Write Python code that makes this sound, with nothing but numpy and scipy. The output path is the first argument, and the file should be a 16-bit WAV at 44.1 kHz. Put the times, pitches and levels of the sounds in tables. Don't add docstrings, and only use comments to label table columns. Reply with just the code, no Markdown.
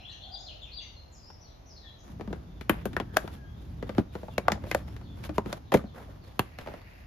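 import sys
import numpy as np
from scipy import signal
from scipy.fft import rfft, irfft
from scipy.io import wavfile

SR = 44100
rng = np.random.default_rng(int(sys.argv[2]) if len(sys.argv) > 2 else 0)


def materialize(psi):
    bounded = np.clip(np.atleast_2d(psi).T, -1, 1)
    quanta = np.round(bounded * 32767).astype(np.int16)
    wavfile.write(sys.argv[1], SR, quanta)


N = 311346
BLOW_SIZE = 16384

# (time [s], panel ring [Hz], ring sharpness [Q], rim ring [Hz], body level [dB],
# thud against body [dB], extra clack [dB], crispness [dB], extra crack [dB], extra tick [dB], rattle [dB])
POPS = [(2.6948, 340, 4.5, 3060, -26.5, 4, 2, 6, -8.5, 6.5, -1.5),
        (2.8545, 513, 2.1, 1490, -32, -1, -2, -1, -1, 12, 2),
        (2.9653, 350, 3, 1780, -33.5, -2.5, 8, 2, -2, 0, -2),
        (2.9993, 342, 3.6, 3200, -33.5, -1, -1.5, 3, -6.5, -7, 1),
        (3.1683, 644, 6, 1600, -23.5, -22, 3, 3, 2.5, 6.5, -9),
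        (3.9812, 270, 2.7, 1470, -25.5, 6, -1.5, -4.5, -1.5, -6, 1),
        (4.38, 498, 5.3, 2300, -27, -8.5, -0.5, 1, 0, 3.5, -6.5),
        (4.4817, 674, 3.3, 1210, -21.5, -22, 7, -2, -1, 0, -13),
        (4.5185, 740, 2.8, 1910, -33.5, 3, 0.5, 6, 4, -1.5, -2),
        (4.7130, 420, 2.3, 2080, -36, -5, 2.5, 7.5, 0.5, -0.5, 0),
        (4.7470, 590, 4.3, 1800, -24, -13.5, 1, -2, 0.5, 9.5, -9),
        (5.3808, 363, 3.6, 975, -24, -6, 2.5, -4, 0, 2, -6),
        (5.527, 665, 4.3, 1530, -36.5, -14, -3, 4.5, 4, 1.5, -4.5),
        (5.7193, 537, 6.2, 1730, -25.5, -12, -2, -0.5, -4, 1, 9),
        (5.7392, 540, 6.3, 2020, -21, 2, -1, -1, -1, 8, 9),
        (5.7456, 510, 5, 1780, -19, -2, 2.5, -12, 5, -3, -9),
        (6.3926, 860, 1.5, 2870, -28, 0.5, -1.5, 6.5, -4, 3, -5.5)]
# (time [s], panel ring [Hz], body level [dB], crispness [dB])
BUMPS = [(1.301, 940, -52, -1), (2.196, 368, -45.5, -9), (2.209, 435, -42.5, -1), (2.275, 217, -46, -2.5),
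         (2.305, 272, -46.5, -27), (2.3278, 534, -38, -2), (2.61, 298, -49.5, 7.5), (2.931, 205, -56.5, 9),
         (3.163, 596, -40, -1.5), (3.241, 405, -42.5, -22), (3.2761, 895, -48, 5.5),
         (3.8258, 450, -37.5, -2.5), (3.8924, 525, -37.5, -1), (3.949, 504, -56.5, 5.5),
         (4.152, 487, -37.5, -4), (4.231, 554, -42, -9), (4.2821, 897, -43, -7), (4.5, 850, -36.5, -4),
         (4.555, 700, -48, -8), (4.575, 600, -50, -8), (4.6384, 490, -44, -2.5), (4.652, 600, -52, -2.5),
         (4.668, 670, -47, -3.5), (4.88, 600, -55.5, 3.5), (4.964, 400, -55.5, 7), (5.012, 800, -58.5, 3),
         (5.238, 900, -55, 11), (5.2921, 300, -41, -1), (5.459, 294, -41.5, -1.5), (5.488, 450, -48, -5),
         (5.771, 242, -47, 7), (5.839, 235, -47, -9), (6.089, 556, -53.5, -24), (6.586, 584, -46.5, 6.5),
         (6.611, 560, -56, 6.5), (6.661, 600, -47, -1), (6.672, 600, -42.5, -0.5), (6.684, 555, -43, -4),
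         (6.716, 700, -53, -4), (6.738, 600, -44.5, -2), (6.815, 900, -63.5, 7)]
EVEN_THUD_HZ, THUD_DB_PER_OCTAVE = 462, 10
BUMP_PANEL_Q, BUMP_RIM_HZ = 4.4, 1530
BUMP_CLACK_DB, BUMP_CRACK_DB, BUMP_TICK_DB, BUMP_RATTLE_DB = -0.4, -1.5, -2.5, 2.5
RIM_Q = 8
# (low edge [Hz], high edge [Hz])
REGISTERS = [(90, 350), (350, 1000), (1000, 2500), (2500, 4200), (4200, 7500), (9500, 15000)]
# (level against body [dB], gain per dB of crispness [dB])
TREBLE = [(-7, 1.04), (-16.7, 1.49), (-21, 1.4), (-29.5, 1.87)]
# (pitch [Hz], time to fall 60 dB [s])
PANEL_DECAY = [(120, 0.12), (400, 0.072), (1200, 0.062), (4000, 0.1), (13000, 0.097)]
# (time [s], lean to the left before PAN_SHARE [dB])
HAND_PAN = [(3.15, 17), (4.0, 9.5), (5.75, 6), (6.4, 1)]
# (pitch [Hz], share [0-1])
PAN_SHARE = [(100, 0.13), (400, 0.12), (1200, 0.25), (5000, 0.52), (10000, 0)]
# (pitch [Hz], phase [radians])
PORT_PHASE = [(100, -0.5), (700, 0.82), (1600, 0.9), (3400, 0.9), (5000, -1), (7000, 0.5), (8500, 13),
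              (10500, -6)]
# (pitch [Hz], time to fall 60 dB [s])
ROOM_DECAY = [(150, .35), (1000, .33), (4000, .33), (13000, .24)]
# (pitch [Hz], level [dB])
ROOM_COLOUR = [(100, -19.5), (400, -21.5), (1200, -20), (3500, -22.5), (12000, -16.5), (16000, -47)]

# (time [s], level [dB])
HANDLING = [(2.0, -69), (2.09, -44.5), (2.28, -43), (2.69, -47.5), (2.88, -37.5), (2.98, -40.5),
            (3.25, -47), (3.97, -41.5), (4.11, -50), (4.42, -44.5), (4.62, -40.5), (5.33, -43), (5.54, -48),
            (6.21, -49.5), (6.68, -61), (7.05, -55.5)]
# (pitch [Hz], relative level per Hz [dB])
RUMBLE_COLOUR = [(25, -48), (50, 11.5), (80, 11), (130, 5.5), (220, -1), (300, -5), (500, -22.5),
                 (1000, -72), (4000, -67)]
# (pitch [Hz], relative level per Hz [dB])
RUB_COLOUR = [(200, 5), (550, 3.5), (900, 1), (1800, -8.5), (2600, -24), (3500, -13), (7000, -78),
              (12000, -56)]
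# (pitch [Hz], relative level per Hz [dB])
HISS_COLOUR = [(1500, 12.5), (3500, 10.5), (7000, 1), (12000, 0), (14000, -1), (16000, 12.5)]
# (time [s], length [s], rubbing level [dB], hiss level [dB])
STROKES = [(2.026, 0.096, -55, -68), (2.27, 0.15, -54.5, -74), (2.695, 0.091, -40.5, -64),
           (3.12, 0.2, -45, -61), (3.313, 0.029, -43, -50.5), (3.595, 0.16, -70.5, -68.5),
           (3.85, 0.12, -56, -73), (3.96, 0.026, -40, -53), (4.118, 0.22, -68.5, -62.5),
           (4.442, 0.14, -43, -87.5), (4.647, 0.14, -65, -55.5), (4.855, 0.085, -54.5, -64),
           (5.151, 0.12, -48, -60), (5.218, 0.04, -46, -51.5), (5.329, 0.032, -57, -54),
           (5.446, 0.12, -43, -59), (5.931, 0.25, -49.5, -66.5), (6.22, 0.32, -56, -67),
           (6.571, 0.22, -48, -64), (6.873, 0.15, -74, -72)]
STROKE_ATTACK_S, STROKE_SAG_DB_PER_S, STROKE_RELEASE_S = 0.028, 32, 0.021
DRAG_RUB_DB, DRAG_HISS_DB = -18, -33.5
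RUB_RUMBLE_DB = -3
# (time [s], level [dB])
SLIDE = [(6.42, -62), (6.58, -61), (6.72, -59), (6.82, -60), (6.92, -58.5), (7.06, -62)]
# (time [s], length [s], level [dB])
EDGE_RASPS = [(2.695, 0.052, -51), (2.76, .06, -59), (4.6, 0.06, -63)]
# (pitch [Hz], relative level per Hz [dB])
SLIDE_COLOUR = [(900, -17), (1500, 2), (1900, 8.5), (2300, 4.5), (2800, 4), (3050, -11), (4800, -9),
                (7000, -33), (12000, -17)]
SLIDE_GRAIN_DB = 2.5
# (time [s], length [s], level [dB])
SCRAPES = [(4.585, 0.068, -59), (4.78, 0.043, -56), (5.157, 0.13, -66), (5.939, 0.1, -46.5),
           (6.262, 0.056, -59), (6.633, 0.1, -56)]
# (pitch [Hz], relative level per Hz [dB])
SCRAPE_COLOUR = [(200, -5), (500, 2), (800, 1), (1300, -4.5), (2100, -10.5), (3000, -20), (7000, -28.5)]

# (time [s], length [s], start pitch [Hz], end pitch [Hz], level [dB], rasp [0-1])
BIRDS = [(-.05, 0.072, 4800, 3950, -54, .56), (-.04, 0.069, 3400, 2640, -55, 0.93),
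         (.03, .014, 3300, 2730, -51, 0.36), (.044, .018, 2870, 3460, -47.5, 0),
         (.076, .02, 3140, 3480, -52, 0.33), (.08, 0.043, 3770, 4130, -50.5, 0.83),
         (.09, 0.059, 1874, 1780, -65, 0.6), (.108, .014, 3330, 2780, -48.5, 0.33),
         (.11, 0.038, 6140, 5970, -62.5, 1), (.125, 0.033, 2920, 3310, -55, .7),
         (.168, 0.0091, 3150, 2700, -59, 0.2), (.2, 0.031, 3350, 3670, -55, 0.24),
         (.215, .04, 3820, 4260, -52.5, 0.7), (.234, .01, 3710, 3120, -46, 0.04),
         (.254, 0.021, 3760, 3260, -53.5, 0.5), (.275, .025, 3600, 3560, -58, 0.8),
         (.315, 0.026, 4710, 4840, -52, 0.4), (.337, 0.016, 4790, 4760, -42, 0),
         (.339, .028, 4550, 3350, -45.5, 0.3), (.365, .07, 6900, 6800, -60, 0.8),
         (.395, .05, 5250, 4960, -58.5, 1), (.462, 0.019, 4450, 3990, -46.5, 0.6),
         (.478, 0.024, 3820, 2840, -46, 0.27), (.5, 0.028, 3100, 2640, -57, 0.8),
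         (.612, 0.035, 3840, 3380, -47.5, 0.6), (.648, .014, 3470, 2730, -53, 0.65),
         (.665, 0.037, 2790, 2450, -58.5, .8), (.708, 0.05, 3960, 4580, -50, 0.7),
         (.748, 0.02, 4650, 4600, -44.5, 0.3), (.762, .04, 4460, 3350, -45.5, 0.27),
         (.802, .012, 2650, 2990, -47, 0.4), (.812, .018, 3440, 2720, -51.5, 0.95),
         (.815, .03, 6450, 5870, -57.5, 0.74), (.82, 0.0234, 2460, 2010, -59, 0.37),
         (.94, 0.083, 4300, 4150, -60, 0.2), (1.115, 0.035, 7740, 6900, -56, .5),
         (1.137, 0.041, 6240, 5020, -61, .3), (1.175, 0.041, 5010, 5050, -62, .4),
         (1.228, 0.033, 4780, 4940, -60, 0.26), (1.255, 0.059, 5150, 5400, -57, 0.5),
         (1.405, 0.036, 5870, 5770, -59.5, 0.3), (1.42, 0.11, 5410, 3660, -66, 0.97),
         (1.655, 0.033, 5500, 6500, -62, .3), (1.68, 0.062, 6280, 4910, -57.5, 0.6),
         (1.745, 0.051, 5220, 4160, -58, .7), (1.81, 0.041, 4190, 3650, -59, 0.44),
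         (1.83, 0.057, 1905, 1770, -64, 0.33), (1.845, .06, 3660, 3270, -57, 0.38),
         (1.86, .06, 3994, 3960, -60, 0.21), (1.985, 0.044, 6230, 6430, -63.5, 1)]
# (time [s], length [s], start pitch [Hz], end pitch [Hz], level [dB], rasp [0-1])
FAR_BIRDS = [(2.42, 0.2, 3620, 3520, -74.5, 0.55), (2.76, 0.144, 3510, 3320, -73, 0.9),
             (3.07, 0.09, 1620, 1755, -61, 0.9), (3.33, 0.15, 1690, 1600, -62.5, 0.18),
             (3.42, 0.13, 3130, 3380, -71, 0.23), (3.53, 0.086, 3500, 3710, -71.5, 0.5),
             (3.76, 0.13, 3660, 3400, -72, 0.95), (3.88, .08, 3260, 2990, -75, 0.96),
             (4.08, 0.052, 3940, 3580, -70, 0.8), (4.29, 0.041, 3610, 3280, -65, 0.64),
             (4.32, 0.049, 2790, 2730, -63, 0), (4.41, 0.045, 3900, 3700, -73, 0.47),
             (4.81, 0.11, 5400, 5220, -72, .5), (5.02, 0.041, 4770, 4000, -67.5, 0.9),
             (5.04, 0.095, 3680, 3340, -65, 0.57), (5.63, 0.062, 4120, 3500, -69, 0.8),
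             (5.85, 0.047, 4500, 3400, -65.5, 0.9), (6.215, 0.032, 4900, 4230, -63.5, 0.91),
             (6.25, 0.054, 3930, 3290, -70, 0.85), (6.78, .06, 4440, 4660, -71, 0.15)]
# (time [s], length [s], start pitch [Hz], end pitch [Hz], level [dB], rasp [0-1])
COOS = [(-.05, 0.081, 748, 756, -49.5, 0.73), (.19, 0.255, 730, 768.5, -51.5, 0.78),
        (.36, .28, 714, 621, -56.5, 0.91)]
OCTAVE_DB, OCTAVE_WAVER, BIRD_TOP_HZ = -14, .06, 6590
# (pitch [Hz], relative level per Hz [dB])
AIR_COLOUR = [(13, -19), (25, -19), (45, 2.5), (78, 1), (165, -12), (457, -20), (672, -15.5), (1490, -28.5),
              (3150, -34), (5170, -36), (6810, -40.5), (8030, -67), (9220, -60.5), (10600, -46.5),
              (12100, -42.5), (14400, -52.5), (15400, -64)]
AIR_DB = -51

# (pitch [Hz], correlation [-1 to 1])
WIDE_LIKENESS = [(60, 0.96), (130, 0.79), (300, 0.61), (700, -0.35), (3000, 0.23), (13000, -0.01)]
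# (pitch [Hz], correlation [-1 to 1])
NEAR_LIKENESS = [(100, 1), (300, 0.74), (800, 0.99), (2500, 0.42), (7000, 0.033), (12000, 0.15)]
# (pitch [Hz], level [dB])
MIC_TOP = [(6500, 0), (11500, 3), (13800, 1), (16000, -19)]
CUTOFF_HZ = 16400


def peg_pops():
    return blows(POPS, lag_s=0.00436, lag_power=0.707, panel_db=3.0, rim_db=4.5, tear_db=6.0, tear_t60=0.012,
                 rattle_rise_s=0.00072, rattle_stretch=0.97, low_hz=90.0, room_db=0.5)


def mat_bumps():
    s, panel_hz, level_db, crisp_db = np.transpose(BUMPS)
    thud_db = THUD_DB_PER_OCTAVE * np.log2(EVEN_THUD_HZ / panel_hz)
    columns = np.broadcast_arrays(s, panel_hz, BUMP_PANEL_Q, BUMP_RIM_HZ, level_db, thud_db, BUMP_CLACK_DB,
                                  crisp_db, BUMP_CRACK_DB, BUMP_TICK_DB, BUMP_RATTLE_DB)
    return blows(np.column_stack(columns), lag_s=0.003614, lag_power=0.599, panel_db=6.0, rim_db=-17.0,
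                 tear_db=5.0, tear_t60=0.0095, rattle_rise_s=0.00087, rattle_stretch=0.63,
                 low_hz=104, room_db=10.5)


def blows(rows, lag_s, lag_power, panel_db, rim_db, tear_db, tear_t60, rattle_rise_s, rattle_stretch,
          low_hz, room_db):
    out, hz = np.zeros((2, N)), bins(BLOW_SIZE) + 1
    delay = lag_s * (250 / hz) ** lag_power
    panel = np.exp(-2j * np.pi * np.cumsum(delay) * SR / BLOW_SIZE) * high_pass(low_hz, order=3)
    panel = panel * resonance(207, q=8.9, gain_db=1.5)
    ports = np.exp(1j * at_hz(PORT_PHASE, hz) * np.array([[.5], [-.5]]))
    grit = from_db(tear_db) * high_pass(2540, order=2)
    rattle_decay = np.multiply(PANEL_DECAY, [1, rattle_stretch])
    for (s, panel_hz, panel_q, rim_hz, level_db, thud_db, clack_db, crisp_db,
         crack_db, tick_db, rattle_db) in rows:
        levels_db = register_levels(level_db, thud_db, clack_db, crisp_db, crack_db, tick_db)
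        rings = resonance(panel_hz, panel_q, panel_db) * resonance(rim_hz, RIM_Q, rim_db)
        tear = grit * rfft(dying_noise([(1, tear_t60)], NEAR_LIKENESS, rise_s=0.00098))
        rattle = from_db(rattle_db) * rfft(dying_noise(rattle_decay, NEAR_LIKENESS, rattle_rise_s))
        lean_db = np.interp(s, *np.transpose(HAND_PAN)) * at_hz(PAN_SHARE, hz)
        sides = from_db(lean_db * [[.5], [-.5]])
        spectrum = panel * ports * rings * (1 + tear + rattle) * sides
        near = irfft(voiced(spectrum, levels_db))[:, :BLOW_SIZE // 2]
        echo = workshop(rise_s=0.0049, room_db=room_db)
        add(out, s, near)
        add(out, s, signal.fftconvolve(near, echo, axes=1))
    return out


def register_levels(level_db, thud_db, clack_db, crisp_db, crack_db, tick_db):
    base_db, share = np.transpose(TREBLE)
    clack, snap, crack, tick = base_db + share * crisp_db
    return level_db + np.array([thud_db, 0, clack + clack_db, snap, crack + crack_db, tick + tick_db])


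def voiced(spectrum, levels_db):
    hz, centres = bins(BLOW_SIZE), np.sqrt(np.prod(REGISTERS, axis=1))
    for _ in range(2):
        power = 2 * abs(spectrum.mean(axis=0)) ** 2 / (BLOW_SIZE * .02 * SR)
        now_db = [10 * np.log10(power[(hz > low) & (hz < high)].sum()) for low, high in REGISTERS]
        change_db = np.subtract(levels_db, now_db)
        spectrum = spectrum * causal(at_hz(np.c_[centres, change_db], hz))
    return spectrum


def resonance(centre_hz, q, gain_db):
    b, a = signal.iirpeak(centre_hz, q, fs=SR)
    return 1 + from_db(gain_db) * signal.freqz(b, a, bins(BLOW_SIZE), fs=SR)[1]


def workshop(rise_s, room_db):
    return dying_noise(ROOM_DECAY, WIDE_LIKENESS, rise_s, colour=ROOM_COLOUR) * from_db(room_db)


def handling(rumble_db, rub_db, hiss_db, grip_db):
    t = np.arange(N) / SR
    hands = from_db(np.interp(t, *np.transpose(HANDLING), left=-120))
    rub, hiss = friction(t, hands)
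    rumble = np.hypot(hands, from_db(RUB_RUMBLE_DB) * rub)
    slips = rms_one(from_db(grip_db * (0.55 * drift(700, N) + 0.55 * drift(50, N))))
    return (from_db(rumble_db) * rumble * stereo_noise(RUMBLE_COLOUR, NEAR_LIKENESS, N)
            + from_db(rub_db) * rub * slips * stereo_noise(RUB_COLOUR, WIDE_LIKENESS, N)
            + from_db(hiss_db) * hiss * slips * stereo_noise(HISS_COLOUR, NEAR_LIKENESS, N)
            + from_db(-12.5) * rub * crackle(per_s=90, spread_db=10.5, t60=0.019))


def friction(t, hands):
    rub, hiss = from_db(DRAG_RUB_DB) * hands, from_db(DRAG_HISS_DB) * hands
    for s, length, rub_db, hiss_db in STROKES:
        pull = stroke(t - s, length)
        rub = np.hypot(rub, from_db(rub_db) * pull)
        hiss = np.hypot(hiss, from_db(hiss_db) * pull)
    return rub, hiss


def stroke(age, length):
    held = np.clip(age, 0, length)
    release = np.exp(-np.maximum(age - length, 0) / STROKE_RELEASE_S)
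    return np.minimum(held / STROKE_ATTACK_S, 1) * from_db(-STROKE_SAG_DB_PER_S * held) * release


def pulls(rows):
    t = np.arange(N) / SR
    return sum(from_db(db) * stroke(t - s, length) for s, length, db in rows)


def crackle(per_s, spread_db, t60):
    caught = rng.random(N) < per_s / SR
    strength = from_db(spread_db * rng.uniform(-1.3, 1, N)) * rng.choice([-1, 1], N)
    tick = dying_noise([(1, t60)], NEAR_LIKENESS, rise_s=0.00036, colour=RUB_COLOUR)
    return rms_one(signal.fftconvolve((caught * strength)[None], tick, axes=1)[:, :N])


def sliding():
    slide = from_db(np.interp(np.arange(N) / SR, *np.transpose(SLIDE), left=-120))
    grain = rms_one(from_db(SLIDE_GRAIN_DB * drift(300, N)))
    return (slide + pulls(EDGE_RASPS)) * grain * stereo_noise(SLIDE_COLOUR, WIDE_LIKENESS, N)


def scraping(grain_db, grains_per_s):
    judder = rms_one(from_db(grain_db * drift(grains_per_s, N)))
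    return pulls(SCRAPES) * judder * stereo_noise(SCRAPE_COLOUR, NEAR_LIKENESS, N)


def settling(below_db, fade_s, grains_per_s):
    t = np.arange(N) / SR
    stir = sum(from_db(row[4]) * np.exp(-abs(t - row[0]) / fade_s) * (t > row[0]) for row in POPS)
    return from_db(below_db) * stir * crackle(per_s=grains_per_s, spread_db=4.5, t60=0.014)


def near_birds():
    return birds(BIRDS, waver=.065, waver_rate=450, bow=1.8, husk_db=-2, husk_rate=300, second_ratio=.88,
                 second_db=-8, direct_db=-5.5, echo_db=1.0, t60=0.62, pan_db=4.5)


def far_birds():
    return birds(FAR_BIRDS, waver=0.07, waver_rate=364, bow=1.3, husk_db=-3, husk_rate=300, second_ratio=0.93,
                 second_db=-3, direct_db=-10, echo_db=-.5, t60=.45, pan_db=2)


def far_coo():
    return birds(COOS, waver=0.081, waver_rate=180, bow=1.21, husk_db=-0.5, husk_rate=170, second_ratio=.92,
                 second_db=-1, direct_db=-12.0, echo_db=-7.0, t60=0.82, pan_db=0.5)


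def birds(rows, waver, waver_rate, bow, husk_db, husk_rate, second_ratio, second_db, direct_db, echo_db,
          t60, pan_db):
    out = np.zeros((1, N))
    for s, length, start_hz, end_hz, level_db, rasp in rows:
        u = np.linspace(0, 1, int(length * SR))
        glide = end_hz + (start_hz - end_hz) * (1 - u) ** bow
        voices = ((1, 1, waver),
                  (second_ratio, rasp * from_db(second_db), 2 * waver),
                  (2, rasp * from_db(OCTAVE_DB), OCTAVE_WAVER))
        for ratio, share, shake in voices:
            hz = ratio * glide * (1 + rasp * shake * drift(waver_rate, len(u)))
            husk = 1 + rasp * from_db(husk_db) * drift(husk_rate, len(u))
            swell = np.sqrt(abs(np.sin(np.pi * u))) * husk
            tone = rms_one(swell * np.sin(2 * np.pi * np.cumsum(hz) / SR))
            add(out, s, share * from_db(level_db) * tone[None])
    out = signal.sosfilt(signal.butter(8, BIRD_TOP_HZ, fs=SR, output="sos"), out)
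    yard = dying_noise([(1, t60)], WIDE_LIKENESS, rise_s=0.00051, size=2 * BLOW_SIZE)
    echo = signal.fftconvolve(out, yard, axes=1)[:, :N]
    heard = from_db(direct_db) * out + from_db(echo_db) * echo
    return heard * from_db(np.array([[.5], [-.5]]) * pan_db)


def outdoor_air():
    return from_db(AIR_DB) * stereo_noise(AIR_COLOUR, WIDE_LIKENESS, N)


def microphone(x, notch_hz, width_hz, notch_db):
    dip = notch_db * np.exp(-((bins(BLOW_SIZE) - notch_hz) / width_hz) ** 2)
    top = at_hz(MIC_TOP, bins(BLOW_SIZE))
    return signal.fftconvolve(x, irfft(causal(dip + top))[None], axes=1)[:, :N]


def from_db(db):
    return 10 ** (np.asarray(db) / 20)


def rms_one(x):
    return x / np.sqrt(np.mean(x ** 2) + 1e-20)


def at_hz(points, hz):
    f, value = np.transpose(points)
    return np.interp(np.log(np.maximum(hz, 1)), np.log(f), value)


def bins(size):
    return np.arange(size // 2 + 1) * SR / size


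def add(out, s, sound):
    i = round(s * SR)
    part = sound[:, max(-i, 0):N - i]
    out[:, max(i, 0):max(i, 0) + part.shape[1]] += part


def drift(rate, size):
    knots = rng.standard_normal(int(size / SR * rate) + 2)
    return np.interp(np.arange(size) / SR * rate, np.arange(len(knots)), knots)


def stereo_noise(spectrum, likeness, size):
    hz = bins(size)
    alike = np.clip(at_hz(likeness, hz), -.99, .99)
    mid, side = rfft(rng.standard_normal((2, size)))
    both = np.sqrt(1 + alike) * mid + np.sqrt(1 - alike) * side * [[1], [-1]]
    return rms_one(irfft(both * from_db(at_hz(spectrum, hz)), size))


def dying_noise(decay, likeness, rise_s, size=BLOW_SIZE, colour=((1, 0),)):
    t = np.arange(size) / SR
    octave = np.log2(np.clip(bins(size), 2 ** 7, 2 ** 14))
    noise = rfft(stereo_noise([(1, 0), (2, 0)], likeness, size))
    noise = noise * from_db(at_hz(colour, bins(size)))
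    onset = (1 - np.exp(-t / rise_s)) * (1 - t / t[-1])
    out = 0
    for k in range(7, 15):
        fade = onset * np.exp(-np.log(1000) * t / at_hz(decay, 2 ** k))
        band = irfft(noise * np.maximum(1 - abs(octave - k), 0), size)
        out = out + band * rms_one(fade)
    return out / np.sqrt(size)


def causal(level_db):
    cepstrum = irfft(np.log(from_db(level_db)))
    half = len(cepstrum) // 2
    fold = np.r_[1, np.full(half - 1, 2), 1, np.zeros(half - 1)]
    return np.exp(rfft(cepstrum * fold))


def high_pass(edge_hz, order):
    b, a = signal.butter(order, edge_hz, "high", fs=SR)
    return signal.freqz(b, a, bins(BLOW_SIZE), fs=SR)[1]


def scene():
    mat = peg_pops() + mat_bumps()
    mat = mat + handling(rumble_db=1.0, rub_db=-1.0, hiss_db=8.5, grip_db=5.0) + sliding()
    mat = mat + scraping(grain_db=4.5, grains_per_s=190)
    mat = mat + settling(below_db=-20, fade_s=0.037, grains_per_s=160)
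    calls = near_birds() + far_birds() + far_coo()
    return microphone(mat + calls, notch_hz=8530, width_hz=710, notch_db=-14.0) + outdoor_air()


def record(dry):
    return signal.sosfilt(signal.cheby2(14, 70, CUTOFF_HZ, fs=SR, output="sos"), dry)


dry = scene()
out = record(dry)
materialize(out)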